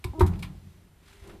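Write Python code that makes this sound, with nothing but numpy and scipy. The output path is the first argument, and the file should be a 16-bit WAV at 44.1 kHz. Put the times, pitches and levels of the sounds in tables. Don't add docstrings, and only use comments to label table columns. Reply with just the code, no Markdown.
import sys
import numpy as np
from scipy import signal
from scipy.fft import rfft, irfft, next_fast_len
from scipy.io import wavfile
from scipy.ndimage import map_coordinates

SR = 44100
rng = np.random.default_rng(int(sys.argv[2]) if len(sys.argv) > 2 else 0)


def generate_wav(sig):
    pcm = np.round(np.clip(np.atleast_2d(sig).T, -1, 1) * 32767).astype(np.int16)
    wavfile.write(sys.argv[1], SR, pcm)


N = 61739

# f/Hz, density/dB
RUMBLE_COLOUR = [(20, -12), (45, 10), (85, 4), (150, -3), (250, -12.5), (380, -30), (600, -19.5),
                 (1500, -23.5), (4000, -37), (10000, -31), (14500, -32.5)]
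RUMBLE_DB = -57.5
# t/s, level/dB
HISS_LEVEL = [(0, -68), (.3, -62), (.55, -67), (.75, -67.5), (.9, -76.5), (1.4, -67)]
# f/Hz, density/dB
HISS_SPECTRUM = [(300, 0), (2000, 4), (4000, 2), (7000, -3.5), (10000, -6), (14500, -6)]

# t/s, crack level before the shelf/dB, treble shelf/dB, decay t60/s,
# ring relative to crack/dB, crack's side gain before the width filter/dB
LATCH_CLICKS = [(0.0416, -32, 0.5, 0.041, 4, -32), (0.1947, -45, 10, 0.069, -5, -30),
                (.1985, -34, -12, 0.026, -10, -21), (0.2081, -39, 4.5, 0.079, -18, 0.5),
                (0.2637, -44, 4.5, 0.072, -13, 2), (0.274, -48, 6.5, 0.051, -11, -10),
                (0.321, -55, -12, .03, -6, -2), (0.334, -41, -19, 0.068, -8, 7),
                (0.356, -37, -24, 0.03, -20, 10), (.390, -52.5, -0.5, 0.12, -21, 1),
                (0.393, -51, 6.5, 0.024, -26, 2), (0.4249, -37, 0, 0.031, -18, -6),
                (0.429, -31, -13, 0.095, -0.5, -21), (0.445, -42, -16, 0.098, -9, -18)]
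# f/Hz, density/dB
PLASTIC_COLOUR = [(300, -32), (600, -24), (800, -10), (1030, -1), (1450, -7), (1900, -3), (2350, 2),
                  (2900, -3), (3700, 1), (5000, -5), (6800, -10), (9000, -7), (13000, -11)]
# f/Hz, level/dB, decay t60/s
LATCH_MODES = [(1021, -13, .14), (2310, -3.5, 0.026), (2450, 1.5, 0.019), (2705, -4.5, 0.016),
               (3597, -17, .07)]
CLICK_ATTACK_S = 0.00095
TREBLE_FROM_HZ, TREBLE_FULL_HZ = 1430, 8100
# f/Hz, t60/s
ROOM_DECAY = [(100, 1), (1000, 0.35), (2400, 0.16), (3600, 0.2), (5000, 0.14), (14000, 0.19)]
ROOM_DB, ROOM_RISE_S = -9.5, 0.0048

# t/s, level/dB, f/Hz, length/s
DOOR_SWELLS = [(0.049, -22.5, 88, 0.017), (0.093, -25, 74.4, 0.027), (.178, -35, 385, 0.03),
               (0.185, -25, 75, 0.029), (0.214, -14.5, 70.4, 0.031)]
# t/s, level/dB, softness as loss in dB per kHz
DOOR_BLOWS = [(.045, -28, 8), (0.2064, -9.5, 2.5)]
# f/Hz, level/dB, decay t60/s, rise/s
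DOOR_MODES = [(41.6, -14, .4, 0.012), (60.6, -5.5, .3, .014), (88, -0.5, 0.31, 0.014),
              (88.53, -26, 1.88, 0.014), (156.8, -27, 0.57, 0.022), (197, -20, 0.22, 0.0073),
              (301.7, -14, 0.294, 0.012), (362.3, 6, 0.099, 0.0097), (385.3, -5, 0.12, 0.009),
              (803, -18.5, 0.15, 0.0023), (942, -7.5, 0.11, 0.002), (976.5, -6, 0.044, 0.003),
              (1121, -7, 0.044, 0.0012), (1247, -20, 0.064, 0.0012)]
# f/Hz, density/dB
KNOCK_COLOUR = [(200, -22), (500, -25.5), (720, -6.5), (900, -5), (1120, -4), (1500, -13), (2200, -16.5),
                (3500, -46), (8000, -73)]
KNOCK_DB, KNOCK_RISE_S, KNOCK_T60_S = -7, 0.0006, 0.06
PANEL_DB, PANEL_RISE_S, PANEL_T60_S = -23.5, 0.011, 0.4
# f/Hz, density/dB
CABINET_COLOUR = [(20, -45), (40, 1.5), (85, -4), (120, -5.5), (150, -1), (200, -2), (235, -20), (310, -17),
                  (385, -19), (470, -32), (800, -29.5), (2000, -55), (8000, -90)]
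CABINET_DB, CABINET_RISE_S, CABINET_T60_S = -15.5, 0.01, 1.064

# t/s, mean slip rate f/Hz, level/dB
HOOK_SLIPS = [(.134, 296, -42), (.144, 252, -46.5), (.157, 326, -40.5), (.172, 316, -41.5),
              (.183, 321, -39), (.197, 330, -33)]
# multiple of the slip rate, relative level/dB
HOOK_PARTIALS = [(1, 0.5), (2, -10), (3, -7.5), (4, -22)]
SQUEAK_JITTER, SQUEAK_ROUGH_DB = 0.025, 2.5

# t/s, level/dB
RUSTLE_LEVEL = [(.98, -73), (1.04, -64.5), (1.09, -57.5), (1.13, -59), (1.19, -63), (1.24, -59.5),
                (1.29, -60.5), (1.34, -62.5), (1.4, -79)]
# f/Hz, density/dB
CLOTH_COLOUR = [(200, -25), (600, -4), (1000, 0.5), (2000, 2.5), (3800, -1.5), (6000, -10), (7500, -9.5),
                (9300, -10), (14000, -18)]
# t/s, level before the shelf/dB, treble shelf/dB
CLOTH_SCUFFS = [(1.272, -69.5, 20.5), (1.294, -45.5, -14)]
SCUFF_RISE_S, SCUFF_T60_S = 0.0014, 0.1
# t/s, level/dB
GRIP_LEVEL = [(1.0, -63.5), (1.1, -63.5), (1.2, -62), (1.3, -45.5), (1.335, -48), (1.36, -48.5),
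              (1.4, -60.5)]
# f/Hz, density/dB
GRIP_COLOUR = [(25, 0), (70, -1.5), (130, -10.5), (190, -4), (250, -12), (340, -5), (400, -9), (470, -15.5),
               (700, -17), (1100, -22), (2000, -31.5), (5000, -49)]
# t/s, level/dB
GRIP_BUMPS = [(1.218, -40), (1.347, -46)]
BUMP_HZ, BUMP_S = 75, 0.021
# t/s, level/dB
HOLLOW_LEVEL = [(1.04, -87), (1.1, -66), (1.22, -60.5), (1.3, -54), (1.345, -68), (1.4, -62)]
HOLLOW_HZ, HOLLOW_WANDER_HZ = 396, 5.02

# f/Hz, gain of the side signal/dB
SIDE_GAIN = [(2000, -82), (3500, -41), (5500, -13.5), (9000, -4.5), (14000, -8)]
BASS_HZ, TOP_HZ = 18, 14400


def amp(db):
    return 10 ** (np.asarray(db) / 20)


def unit(x):
    return x / np.sqrt(np.mean(x ** 2) + 1e-20)


def along(points, hz):
    f, value = np.transpose(points)
    return np.interp(np.log(hz + 1), np.log(f + 1), value)


def curves(rows):
    s, *columns = np.transpose(rows)
    return [np.interp(np.arange(N) / SR, s, column) for column in columns]


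def since(s):
    return np.maximum(np.arange(N) / SR - s, 0)


def struck(t, rise, t60):
    return (1 - np.exp(-t / rise)) * amp(-60 * t / t60)


def wobble(rate):
    knots = rng.standard_normal(2000)
    return map_coordinates(knots, [np.arange(N) * rate / SR], mode="mirror")


def filtered(x, response):
    m = next_fast_len(N + SR // 2)
    hz = np.fft.rfftfreq(m, 1 / SR)
    return irfft(rfft(x, m) * response(hz), m)[..., :N]


def noise(spectrum):
    white = rng.standard_normal((2, N))
    return unit(filtered(white, lambda hz: amp(along(spectrum, hz))))


def brighter(x, treble_db):
    shelf = [(TREBLE_FROM_HZ, 0), (TREBLE_FULL_HZ, treble_db)]
    return filtered(x, lambda hz: amp(along(shelf, hz)))


def middle(x):
    return np.array([x, np.zeros(N)])


def background():
    rumble = amp(RUMBLE_DB) * noise(RUMBLE_COLOUR)
    hiss = amp(curves(HISS_LEVEL)[0]) * noise(HISS_SPECTRUM)
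    return rumble + hiss


def latch():
    out = np.zeros((2, N))
    for s, db, treble_db, t60, ring_db, side_db in LATCH_CLICKS:
        t = since(s)
        crack = brighter(noise(PLASTIC_COLOUR), treble_db) * struck(t, CLICK_ATTACK_S, t60)
        crack = crack * amp([[0], [side_db]])
        ring = np.zeros(N)
        for hz, level, life in LATCH_MODES:
            gain = amp(level + rng.normal(0, 1))
            pitch = hz * rng.normal(1, 0.008)
            ring += gain * struck(t, CLICK_ATTACK_S, life) * np.sin(2 * np.pi * pitch * t)
        out += amp(db) * (crack + amp(ring_db) * middle(ring))
    return out


def room(x):
    hz, t, z = signal.stft(rng.standard_normal((2, SR // 2)), SR, nperseg=256)
    decay = amp(-60 * t / along(ROOM_DECAY, hz)[:, None])
    tail = signal.istft(z * decay, SR, nperseg=256)[1]
    tail = tail * (1 - np.exp(-np.arange(tail.shape[1]) / SR / ROOM_RISE_S))
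    tail = tail / np.linalg.norm(tail[0])
    return signal.fftconvolve(x[:1], tail, axes=1)[:, :N]


def swell(s, db, hz, length):
    t = np.minimum(since(s), length)
    envelope = np.sin(np.pi * t / length)
    return middle(amp(db) * envelope * np.sin(2 * np.pi * hz * t))


def door():
    out = np.zeros((2, N))
    for s, db, softness in DOOR_BLOWS:
        t = since(s)
        ring = np.zeros(N)
        for hz, level, t60, rise in DOOR_MODES:
            ring += amp(level) * struck(t, rise, t60) * np.sin(2 * np.pi * hz * t)
        knock = amp(KNOCK_DB) * struck(t, KNOCK_RISE_S, KNOCK_T60_S)
        panel = amp(PANEL_DB) * struck(t, PANEL_RISE_S, PANEL_T60_S)
        blow = middle(ring) + (knock + panel) * noise(KNOCK_COLOUR)
        out += amp(db) * filtered(blow, lambda hz: amp(-abs(softness) * hz / 1000))
    return out + sum(swell(*row) for row in DOOR_SWELLS)


def cabinet():
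    out = np.zeros((2, N))
    for s, db, _ in DOOR_BLOWS:
        boom = noise(CABINET_COLOUR) * struck(since(s), CABINET_RISE_S, CABINET_T60_S)
        out += amp(db + CABINET_DB) * boom
    return out


def squeak():
    rate, db = curves(HOOK_SLIPS)
    uneven_rate = rate * (1 + SQUEAK_JITTER * wobble(249))
    phase = 2 * np.pi * np.cumsum(uneven_rate) / SR
    tone = np.zeros(N)
    for k, level in HOOK_PARTIALS:
        tone += amp(level + SQUEAK_ROUGH_DB * wobble(143)) * np.sin(round(k) * phase)
    sliding = (since(HOOK_SLIPS[0][0]) > 0) & (since(HOOK_SLIPS[-1][0]) == 0)
    return middle(unit(tone) * amp(db) * sliding)


def cloth():
    out = amp(curves(RUSTLE_LEVEL)[0] + 1.55 * wobble(120)) * noise(CLOTH_COLOUR)
    for s, db, treble_db in CLOTH_SCUFFS:
        burst = brighter(noise(CLOTH_COLOUR), treble_db)
        out += amp(db) * struck(since(s), SCUFF_RISE_S, SCUFF_T60_S) * burst
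    return out


def grip():
    rub = amp(curves(GRIP_LEVEL)[0] + 1.8 * wobble(50.16)) * noise(GRIP_COLOUR)
    return rub + sum(swell(s, db, BUMP_HZ, BUMP_S) for s, db in GRIP_BUMPS)


def hollow_tone():
    pitch = HOLLOW_HZ + HOLLOW_WANDER_HZ * wobble(59.9)
    tone = unit(np.sin(2 * np.pi * np.cumsum(pitch) / SR))
    return middle(amp(curves(HOLLOW_LEVEL)[0] + 1.2 * wobble(42.1)) * tone)


def scene():
    clicks = latch()
    mix = background() + clicks + amp(ROOM_DB) * room(clicks)
    mix = mix + door() + cabinet() + squeak()
    mid, side = mix + cloth() + grip() + hollow_tone()
    side = filtered(side, lambda hz: amp(along(SIDE_GAIN, hz)))
    return np.array([mid + side, mid - side])


def record(dry):
    def band(hz):
        bass_cut = 1j * hz / (BASS_HZ + 1j * hz)
        return bass_cut / np.sqrt(1 + (hz / TOP_HZ) ** 240)
    return filtered(dry, band)


dry = scene()
out = record(dry)
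generate_wav(out)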